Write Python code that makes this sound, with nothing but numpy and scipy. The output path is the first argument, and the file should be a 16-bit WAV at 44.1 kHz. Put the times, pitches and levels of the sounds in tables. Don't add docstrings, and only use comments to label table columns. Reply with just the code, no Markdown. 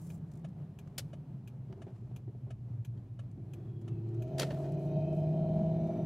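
import sys
import numpy as np
from scipy import signal
from scipy.fft import rfft, irfft, next_fast_len
from scipy.io import wavfile
from scipy.ndimage import uniform_filter1d

SR = 44100
rng = np.random.default_rng(int(sys.argv[2]) if len(sys.argv) > 2 else 0)


def wrap_up_sound(samples):
    columns = np.atleast_2d(samples).T
    tamed = np.clip(columns, -1, 1)
    steps = np.round(tamed * 32767).astype(np.int16)
    wavfile.write(sys.argv[1], SR, steps)


N = 266805
TIME = np.arange(N) / SR

# time in seconds, firing rate in Hz.
ENGINE_SPEED = [(3.3, 100), (3.8, 109.5), (4.19, 113.5), (4.37, 137), (4.8, 145), (5.3, 154.6),
                (6.05, 166.4)]
# time in seconds, road speed in m/s.
ROAD_SPEED = [(0, 8.7), (.7, 8.14), (1.75, 6.76), (3.2, 6.25), (4, 7.25), (5.25, 9.56), (6.05, 11.7)]
CANCEL_S = 4.39


def engine():
    rate_hz, = curves(ENGINE_SPEED)
    phase = np.cumsum(rate_hz) / SR
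    pulses = firing_pulses(phase)
    body = pipes(pulses) + boom(rate_hz, phase)
    late = np.imag(signal.hilbert(body))
    return spread(body, late) + valve_gear(pulses, phase, rate_hz)


def firing_pulses(phase, jitter_ms=.045, drift_db=1.5):
    # strength in dB, travel time along the manifold in ms.
    cylinders = [(4.5, 1.02), (5.5, 1.03), (-0.5, 0.086), (5, 0.53), (2.5, 1.446), (6.5, 1.2), (6.5, 1.055),
                 (2, 0.033)]
    count = len(cylinders)
    firing = np.arange(int(phase[-1]) - 2)
    strength_db, lag_ms = np.array(cylinders)[firing % count].T
    lag_ms = np.abs(lag_ms + jitter_ms * rng.standard_normal(len(firing)))
    cycles = rng.standard_normal((len(firing) // count + 1, count))
    slow_drift = unit(uniform_filter1d(cycles, size=4, axis=0)).ravel()[firing]
    strength_db = strength_db + drift_db * slow_drift + rng.uniform(-1.2, 1.2, len(firing))
    at = (np.interp(firing, phase, TIME) + lag_ms / 1000).clip(0) * SR
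    return unit(np.bincount(at.astype(int), undb(strength_db), N))


def pipes(pulses, gas=.16, surge_db=1.3):
    # frequency in Hz, relative level in dB.
    exhaust = [(30, -23.5), (58, -14), (115, 0.5), (150, 0.5), (215, -6), (260, -1.5), (305, -12.5),
               (440, -15), (520, -18.5), (800, -15.5), (1300, -58.5)]
    # frequency in Hz, relative level in dB.
    drone = [(240, -28.5), (305, -10.5), (336, 2.5), (358, -4), (385, -1), (440, -20), (560, -40.5)]
    # frequency in Hz, relative level in dB.
    intake = [(400, -43), (560, -16), (600, -18), (628, 3), (648, 2), (668, -5), (688, -9.5), (715, -10),
              (755, -18), (785, -16), (850, -23.5), (1000, -32.5), (1200, -53.5), (2500, -68)]
    # idle level in dB, full-throttle level in dB at the reference
    # firing rate, power of the throttle, dB per octave of engine speed.
    exhaust_law = (-76, -47, 2.5, 15)
    drone_law = (-82, -46.5, 0.57, 4)
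    intake_law = (-91, -42.5, 5.5, 15.5)
    # time in seconds, added level in dB.
    growl = [(4.18, -11), (4.215, 2), (4.288, -4.5), (4.305, 2), (4.45, -1.5), (4.7, -1.5), (4.95, -1)]
    growl_db, = curves(growl)
    drive = pulses + gas * rng.standard_normal(N)
    paths = [(exhaust, engine_gain(exhaust_law)),
             (drone, engine_gain(drone_law)),
             (intake, engine_gain(intake_law) * undb(growl_db))]
    out = 0
    for outline, gain in paths:
        surging = colour(drive, outline) * undb(surge_db * walk(28))
        out = out + unit(surging) * gain
    return out


def boom(rate_hz, phase):
    # frequency in Hz, width in Hz, relative level in dB.
    cabin_modes = [(114.1, 9.8, -36.5), (159.3, 18, -35.5)]
    # its centre in Hz, width in Hz, depth in dB.
    cabin_node = (164.6, 1.1, 12)
    boom_law = (-13, -1, 0.73, 1.5)
    power = 0
    for centre, width, db in cabin_modes:
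        power = power + undb(db) ** 2 / (1 + (2 * (rate_hz - centre) / width) ** 2)
    node_hz, node_width, node_db = cabin_node
    cabin = np.sqrt(power) * undb(-node_db * bell(rate_hz, node_hz, node_width))
    tone = unit(np.sin(2 * np.pi * phase))
    return tone * cabin * engine_gain(boom_law) * undb(1.2 * walk(16))


def valve_gear(pulses, phase, rate_hz, air_db=-6, block_db=-2, block_rise=0.7):
    # frequency in Hz, relative level in dB.
    valves = [(700, -23.5), (1300, 0.5), (1850, 7.5), (2100, 0), (2400, 6), (2700, 5), (3100, 4),
              (3500, -4), (4100, 2), (4600, -5), (6200, -11), (8000, -17.5), (13000, -13), (16000, -14)]
    valve_law = (-82.5, -71.5, 3, 0)
    gain = engine_gain(valve_law)
    ringing = undb(block_db) * (gain / gain.max()) ** block_rise
    metal = block(pulses, phase, rate_hz) * ringing
    return (noise(valves) * undb(air_db) + metal) * gain


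def block(pulses, phase, rate_hz, knock=0.81, clatter=0.42):
    # frequency in Hz, width in Hz, relative level in dB,
    # firing rate in Hz that excites it most.
    resonances = [(923, 90, 13, 220), (1347, 68, 5, 97), (2320, 120, 2, 98), (2468, 95, 2.5, 150),
                  (3064, 120, 1, 151), (3640, 130, -4.5, 158), (4080, 54, 1, 160), (4230, 120, -13.5, 155),
                  (4670, 100, -9, 152), (5160, 120, -10, 152), (5950, 190, -6.5, 190),
                  (6640, 340, -14.5, 120), (8600, 300, -17.5, 158), (9250, 120, -18.5, 151),
                  (12500, 600, -18.5, 147)]
    detuned_db, detuned_hz = 2.5, 7.2
    swell_db, pitch_share = 2.5, .006
    air = rng.standard_normal((2, N)) * (1 + clatter * np.cos(2 * np.pi * phase))
    drive = air + knock * pulses * np.array([[1], [0]])
    rung = 0
    for hz, width, db, best_hz in resonances:
        tuning_db = detuned_db * (bell(rate_hz, best_hz, detuned_hz) - 1)
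        level = undb(db + tuning_db + swell_db * walk(6.9))
        rung = rung + ring(ring(drive, hz, width), hz, width) * level
    return spread(*unit(drift(rung, pitch_share)))


def engine_gain(law):
    reference_hz = 150
    idle_db, full_db, power, octave_db = law
    rate_hz, = curves(ENGINE_SPEED)
    full = undb(full_db + octave_db * np.log2(rate_hz / reference_hz))
    return undb(idle_db) + full * throttle() ** power


def throttle():
    # start in seconds, length in seconds, relative share of the opening.
    pedal = [(3.317, 0.9, 0.87), (4.085, 0.28, 0.28)]
    opening = 0
    for s, length_s, share in pedal:
        push = np.clip((TIME - s) / length_s, 0, 1)
        opening = opening + share * np.sin(np.pi / 2 * push) ** 2
    return opening / opening.max()


def whistle(waver_hz=32, flutter_per_s=150):
    # start in seconds, length in seconds, middle pitch in Hz, slide in Hz, level in dB.
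    whistles = [(3.448, .58, 3310, -93, -84.5), (3.55, 0.22, 2490, 42, -88),
                (3.85, 0.19, 2600, -150, -80.5), (4.5, .7, 4130, -49.5, -84.5),
                (4.83, 0.24, 3790, 121.5, -80), (4.884, 0.45, 2570, -120, -76),
                (4.9, 0.39, 3090, 99, -78.5), (4.984, 0.49, 5140, -59, -89), (5.5, .32, 6400, -77, -91.5),
                (5.72, .45, 5970, 29.5, -82.5), (5.604, 0.54, 3710, -32, -82),
                (5.702, 0.41, 2310, 103, -79.5)]
    tones = np.zeros((2, N))
    for s, length_s, hz, slide_hz, db in whistles:
        on = (TIME > s) & (TIME < s + length_s)
        age = (TIME[on] - s) / length_s
        pitch = hz + slide_hz * (age - .5) + waver_hz * walk(12)[on]
        flutter = walk(flutter_per_s)[on] + 1j * walk(flutter_per_s)[on]
        swell = undb(db) * np.sin(np.pi * age)
        tone = swell * flutter * np.exp(2j * np.pi * np.cumsum(pitch) / SR)
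        tones[:, on] += np.array([tone.real, tone.imag])
    return spread(*tones)


def tyres(width=0.088, waver=0.73, pitch_spacing=.095):
    hum_law = (-49, 4.5, 8, 2)
    # centre in Hz, width in Hz, boost in dB.
    tyre_cavity = (186.2, 26, 4.2)
    tread_block_m = .054
    speed, = curves(ROAD_SPEED)
    tread_hz = speed / tread_block_m
    phase = np.cumsum(tread_hz) / SR
    hum = 0
    for offset in pitch_spacing * (np.arange(8) - 3.5):
        weight = 1 / (1 + (offset / width) ** 2)
        turns = phase * (1 + offset) + rng.random()
        hum = hum + weight * np.sin(2 * np.pi * turns + waver * walk(8))
    throb = undb(2.6 * walk(20))
    centre, span, cavity_db = tyre_cavity
    cavity = undb(cavity_db * bell(tread_hz, centre, span))
    return unit(hum * throb) * road_gain(hum_law) * cavity


def relay(first_s, level_db, body, modes, rise_s, t60_s, ring_db):
    # centre in Hz, width in Hz,
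    # gain in dB at the start, change in dB per second.
    dash_knock = (624, 350, 5.5, -3.5)
    period_s = .6867
    out, path = np.zeros((2, N)), reflections()
    hz, width, start_db, fade_db = dash_knock
    for s in np.arange(first_s, CANCEL_S, period_s):
        pattern = path + 0.59 * reflections()
        stroke = undb(level_db) * click(pattern, body, rise_s, t60_s, modes=modes, ring_db=ring_db)
        knock_gain = undb(start_db + fade_db * s) - 1
        add(out, s, stroke + knock_gain * ring(stroke, hz, width))
    return out


def steering():
    # frequency in Hz, relative level in dB.
    skin = [(700, -8), (2000, -11), (4000, -8), (7000, -1), (10000, -5), (15000, -11.5)]
    return hand_slides(skin) + stalk_clicks() + grip_creaks(skin)


def hand_slides(skin, grip_db=3.0):
    # start in seconds, length in seconds, level in dB, treble slope in dB per octave.
    slides = [(-.04, 0.24, -69, 2.5), (.22, 0.22, -89, 0), (1.7, 0.49, -78, -9), (4.293, 0.54, -62, -10),
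              (4.417, 0.32, -79, 7), (4.768, .14, -78, 4), (5.118, 0.14, -80, 4.5)]
    out = np.zeros((2, N))
    for s, length_s, db, slope_db in slides:
        swell = np.sin(np.pi * np.clip((TIME - s) / length_s, 0, 1))
        out += noise(skin, slope_db) * swell * undb(db + grip_db * walk(160))
    return out


def stalk_clicks():
    # start in seconds, level in dB, decay t60 in seconds,
    # treble slope in dB per octave, left minus right in dB, ringing in dB.
    pawl = [(0.979, -36.5, 0.048, 2.5, 0, -8.5), (.9895, -43.5, 0.047, -0.5, 0, -13),
            (1.032, -74, 0.018, -5, -5, -16)]
    stalk = [(1.723, -53.5, 0.037, -6.5, -3, -21), (2.973, -66.5, .05, -5.5, -2, -4.5),
             (4.380, -44.5, 0.03, -1, -2, -14), (4.388, -53, 0.032, -2, 1, 1),
             (4.3938, -33, 0.045, -0.7, -1.5, -9), (4.406, -36.5, 0.044, -4.5, -3, -14),
             (4.416, -36, 0.055, -3, -0.5, -7.5), (4.427, -34, 0.066, -5.5, -2, -14),
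             (4.436, -58, 0.44, -2.5, -4, -10), (4.504, -38.5, 0.081, -7.5, -2, -10),
             (4.541, -58, 0.14, -6, -4, -4), (4.641, -54.5, .08, -6.5, -4, -6),
             (4.662, -52.5, 0.053, -8.5, -2, -7)]
    # frequency in Hz, relative level in dB.
    stalk_body = [(200, -7.5), (550, 9), (1000, -1.5), (1750, 2.5), (2200, 2.5), (2900, 2.5), (4200, 4.5),
                  (5400, 0.5), (7500, -2), (10000, -4), (14000, -7.5), (16000, -19)]
    # frequency in Hz,
    # relative level in dB, t60 in seconds.
    pawl_modes = [(1500, -9.5, 0.1), (2690, -8, 0.044), (3020, 0, 0.077), (3750, -19, 0.096),
                  (4440, -3, 0.085), (5120, -7, 0.06), (5588, -19, 0.067), (7360, -21, 0.048),
                  (8457, -15, 0.052), (8700, -19, 0.078), (9792, -15, 0.056), (9900, -12, 0.056)]
    stalk_modes = [(546, -15, 0.1), (1280, -9, 0.05), (1523, -2, 0.11), (1820, 4, 0.063),
                   (2020, -11, 0.055), (2530, -6, 0.042), (2900, -9, 0.09), (3214, 6.5, 0.05),
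                   (3758, -9, .07), (4300, -2, .09), (4470, -1.5, 0.07), (4550, 1, 0.044), (5670, -4, 0.07),
                   (5930, -3, 0.08), (6900, -3, .07), (8120, -2, 0.061), (10600, 1, 0.05)]
    out = np.zeros((2, N))
    for s, db, t60_s, slope_db, pan_db, ring_db in pawl:
        snap = click(reflections(grain=0.17, count=32), stalk_body, 0.0043, t60_s, slope_db, pan_db,
                     modes=pawl_modes, ring_db=ring_db, tail_db=-36, tail_t60_s=0.5)
        add(out, s, undb(db) * snap)
    for s, db, t60_s, slope_db, pan_db, ring_db in stalk:
        snap = click(reflections(grain=0.36, count=64), stalk_body, 0.0045, t60_s, slope_db, pan_db,
                     modes=stalk_modes, ring_db=ring_db, tail_db=-30.0, tail_t60_s=0.62)
        add(out, s, undb(db) * snap)
    return out


def grip_creaks(skin, slip_s=.019, fade_db_per_s=95):
    # start in seconds, length in seconds, level of the first slip in dB,
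    # treble slope in dB per octave.
    creaks = [(0.316, .09, -67, -2), (0.486, .01, -71.5, -4), (0.874, .01, -59.5, -9),
              (3.313, .01, -75, -2), (3.814, .01, -65.5, -5.5), (4.088, .01, -72, -5),
              (4.144, .01, -63.5, -6), (4.277, .01, -63.5, -7), (4.720, .01, -64.5, -2),
              (5.127, .01, -72, -2), (5.87, .01, -65.5, -6)]
    out = np.zeros((2, N))
    for s, length_s, db, slope_db in creaks:
        for lag in np.arange(0, length_s, slip_s):
            slip = click(reflections(), skin, rise_s=0.0007, t60_s=0.037, slope_db=slope_db)
            add(out, s + lag, undb(db - fade_db_per_s * lag) * slip)
    return out


def jolts():
    # start in seconds, level in dB, decay t60 in seconds, treble slope in dB per octave.
    seams = [(1.694, -49, 0.49, 0.5), (1.769, -48.5, 0.21, 0), (1.863, -49.5, 0.36, 3),
             (2.02, -50, 0.079, -4), (2.108, -51.5, 0.079, 2.5), (2.27, -50.5, 0.31, 0),
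             (2.345, -45, .07, -3.5), (2.462, -50.5, 0.27, 1), (3.37, -48, 0.29, -1.5)]
    # frequency in Hz, relative level in dB.
    jolt_body = [(120, 0.5), (200, 7), (260, 2), (310, -3.5), (380, 5.5), (480, -15), (620, -10.5),
                 (800, -16.5), (1100, -31), (3000, -43.5)]
    out = np.zeros((2, N))
    for s, db, t60_s, slope_db in seams:
        knock = click(reflections(), jolt_body, rise_s=0.006, t60_s=t60_s, slope_db=slope_db)
        add(out, s, undb(db) * knock)
    return out


def road(flutter_db=1.5):
    # frequency in Hz, relative level in dB.
    rumble_outline = [(20, -25.5), (40, -14.5), (60, -5), (80, -5), (115, 4.5), (180, 1), (240, -6.5),
                      (300, -12.5), (380, -19), (470, -33.5), (800, -47.5)]
    rush_outline = [(150, 6), (380, 4.5), (500, -2.5), (650, -1.5), (1050, -11.5), (1500, -18.5),
                    (3000, -27.5), (5000, -34.5), (8000, -39.5), (15000, -42)]
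    rumble_law = (-51, 5, 0, 4.5)
    rush_law = (-64.5, 10, 0, 1)
    rumble = noise(rumble_outline) * road_gain(rumble_law) * undb(flutter_db * walk(9))
    rush = noise(rush_outline) * road_gain(rush_law) * undb(flutter_db * walk(14))
    return rumble + rush


def heave():
    # frequency in Hz, relative level in dB.
    heave_body = [(20, -11.5), (35, -5.5), (52, 5.5), (65, 5), (85, -19.5)]
    heave_law = (-71, 4.5, 6.5, 4.5)
    return noise(heave_body) * road_gain(heave_law)


def road_gain(law):
    turn_m_s = 6.2
    corner_s, corner_width_s = 2.695, 0.71
    base_db, doubling_db, corner_db, pull_db = law
    speed, = curves(ROAD_SPEED)
    speed_db = doubling_db * np.log2(speed / turn_m_s)
    cornering_db = corner_db * bell(TIME, corner_s, corner_width_s)
    return undb(base_db + speed_db + cornering_db + pull_db * throttle())


def click(pattern, body, rise_s, t60_s, slope_db=0, pan_db=0, modes=(), ring_db=-9, side_db=-3,
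          tail_db=-28, tail_t60_s=0.25):
    t = np.arange(pattern.shape[-1]) / SR
    decay = undb(-60 * np.maximum(t - rise_s, 0) / t60_s)
    tail = undb(tail_db - 60 * t / tail_t60_s)
    envelope = np.minimum(t / rise_s, 1) * (decay + tail)
    sound = unit(colour(pattern, body, slope_db)) * envelope
    for hz, db, t60 in modes:
        softness_db = min(slope_db, 0) * np.log2(hz / 1000)
        gain = undb(db + ring_db + softness_db - 60 * t / t60)
        tone = np.sin(2 * np.pi * (hz * t + rng.random((2, 1))))
        sound = sound + gain * np.minimum(2 * t / rise_s, 1) * tone
    return spread(sound[0], sound[1] * undb(side_db), pan_db)


def reflections(size=8192, grain=0.47, count=16):
    strength = np.repeat(np.exp(grain * rng.uniform(-2, 2, size // count)), count)
    return unit(rng.standard_normal((2, size)) * strength)


def noise(points, slope_db=0):
    return spread(*unit(colour(rng.standard_normal((2, N)), points, slope_db)))


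def spread(mid, side, pan_db=0):
    # frequency in Hz, side minus mid in dB.
    side_outline = [(60, -40.5), (125, -48.5), (200, -28.5), (380, -22), (700, -17), (1300, -9),
                    (2400, -8.5), (4400, -7.5), (10000, -3), (16000, -10.5)]
    side = shade(side, side_outline)
    return np.array([(mid + side) * undb(pan_db / 2), (mid - side) * undb(-pan_db / 2)])


def colour(x, points, slope_db=0):
    size = next_fast_len(x.shape[-1] + 4096, True) // 2 * 2
    octave = np.log2(np.maximum(np.fft.rfftfreq(size, 1 / SR), 1))
    hz, db = np.transpose(points)
    below = np.maximum(np.log2(hz[0]) - octave, 0)
    above = np.maximum(octave - np.log2(hz[-1]), 0)
    outline = np.interp(octave, np.log2(hz), db) + slope_db * octave - 18 * (below + above)
    cepstrum = irfft(np.log(undb(outline)))
    cepstrum[1:size // 2] *= 2
    cepstrum[size // 2 + 1:] = 0
    return irfft(rfft(x, size) * np.exp(rfft(cepstrum)))[..., :x.shape[-1]]


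def shade(x, points, share=1):
    hz, db = np.transpose(points)
    log_hz = np.log(np.fft.rfftfreq(len(x), 1 / SR) + 1)
    gain = undb(share * np.interp(log_hz, np.log(hz), db))
    return irfft(rfft(x) * gain, len(x))


def ring(x, hz, width_hz):
    return signal.lfilter(*signal.iirpeak(hz, hz / width_hz, SR), x)


def drift(x, share):
    place = np.arange(N)
    wander = share * walk(7)
    moved = place + np.cumsum(wander - wander.mean())
    return np.array([np.interp(moved, place, channel) for channel in x])


def walk(rate):
    k = int(SR / rate)
    steps = rng.standard_normal(1024)[np.arange(N) // k % 1024]
    return unit(uniform_filter1d(uniform_filter1d(steps, k), k))


def bell(x, centre, width):
    return np.exp(-((x - centre) / width) ** 2)


def curves(table):
    s, *columns = np.transpose(table)
    return [np.interp(TIME, s, c) for c in columns]


def undb(db):
    return 10 ** (np.asarray(db) / 20)


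def unit(x):
    return x / np.sqrt(np.mean(x ** 2))


def add(out, s, sound):
    start = max(int(s * SR), 0)
    out[:, start:start + sound.shape[1]] += sound[:, :N - start]


def scene():
    # frequency in Hz, relative level in dB.
    tick_body = [(400, 12), (630, -7), (900, -3.5), (1550, -5.5), (1900, -12), (2500, 2.5), (2950, -4.5),
                 (3400, -5), (5000, -14.5), (6700, -4.5), (7150, -24), (7800, -7.5), (8800, -27),
                 (10200, -8), (11800, -15), (13300, -9), (14500, -12), (16000, -41.5)]
    tock_body = [(350, -37), (630, 17.5), (970, -18.5), (1250, 6.5), (1450, -16), (1680, 3), (1950, -8.5),
                 (2950, -4), (3800, -18), (6500, -18), (10000, -20.5), (15000, -46)]
    hiss_outline = [(1000, 0), (6000, 3), (13500, -3), (15800, -14)]
    # frequency in Hz, relative level in dB, t60 in seconds.
    tick_modes = [(640, -7, 0.041), (1677, -3.5, 0.073), (2393, 2, 0.047), (2530, -2, 0.05),
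                  (2810, -11.5, 0.07), (3230, -2, 0.047), (3640, -15, .05), (6400, -6, .05),
                  (6940, -6.5, .055), (7850, -12, 0.042), (9950, -9, .05), (10990, -12, .05)]
    tock_modes = [(562, 14, 0.047), (1146, -2.5, 0.081), (1353, 3.5, 0.039), (1656, -2.5, 0.064),
                  (2130, -16, .05), (2500, -12, 0.054), (2985, 1, .05), (2970, -8.5, 0.032),
                  (3750, -8, 0.072), (5680, -10.5, 0.06), (6560, -11, .055), (7100, -20, 0.041),
                  (7600, -25, 0.042), (9280, -23, 0.046), (9900, -17, .05)]
    blink_start_s, lamp_on_s = .1, .3433
    ticks = relay(blink_start_s, -58, tick_body, tick_modes, rise_s=0.004, t60_s=0.061, ring_db=-4.5)
    tocks = relay(blink_start_s + lamp_on_s, -51, tock_body, tock_modes,
                  rise_s=0.0062, t60_s=0.053, ring_db=-10.0)
    hiss = undb(-90.5) * noise(hiss_outline)
    vehicle = engine() + whistle() + tyres() + road() + heave() + jolts()
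    return vehicle + ticks + tocks + steering() + hiss


def record(dry):
    # frequency in Hz, left minus right in dB.
    port_shade = [(20, 0), (700, 0), (1300, .8), (2400, 2.6), (4400, 3.4), (8000, 4.4), (15000, 3)]
    top_hz = 15700
    ports = np.array([shade(dry[0], port_shade, .5), shade(dry[1], port_shade, -.5)])
    return signal.sosfilt(signal.ellip(8, .2, 70, top_hz, fs=SR, output="sos"), ports)


dry = scene()
out = record(dry)
wrap_up_sound(out)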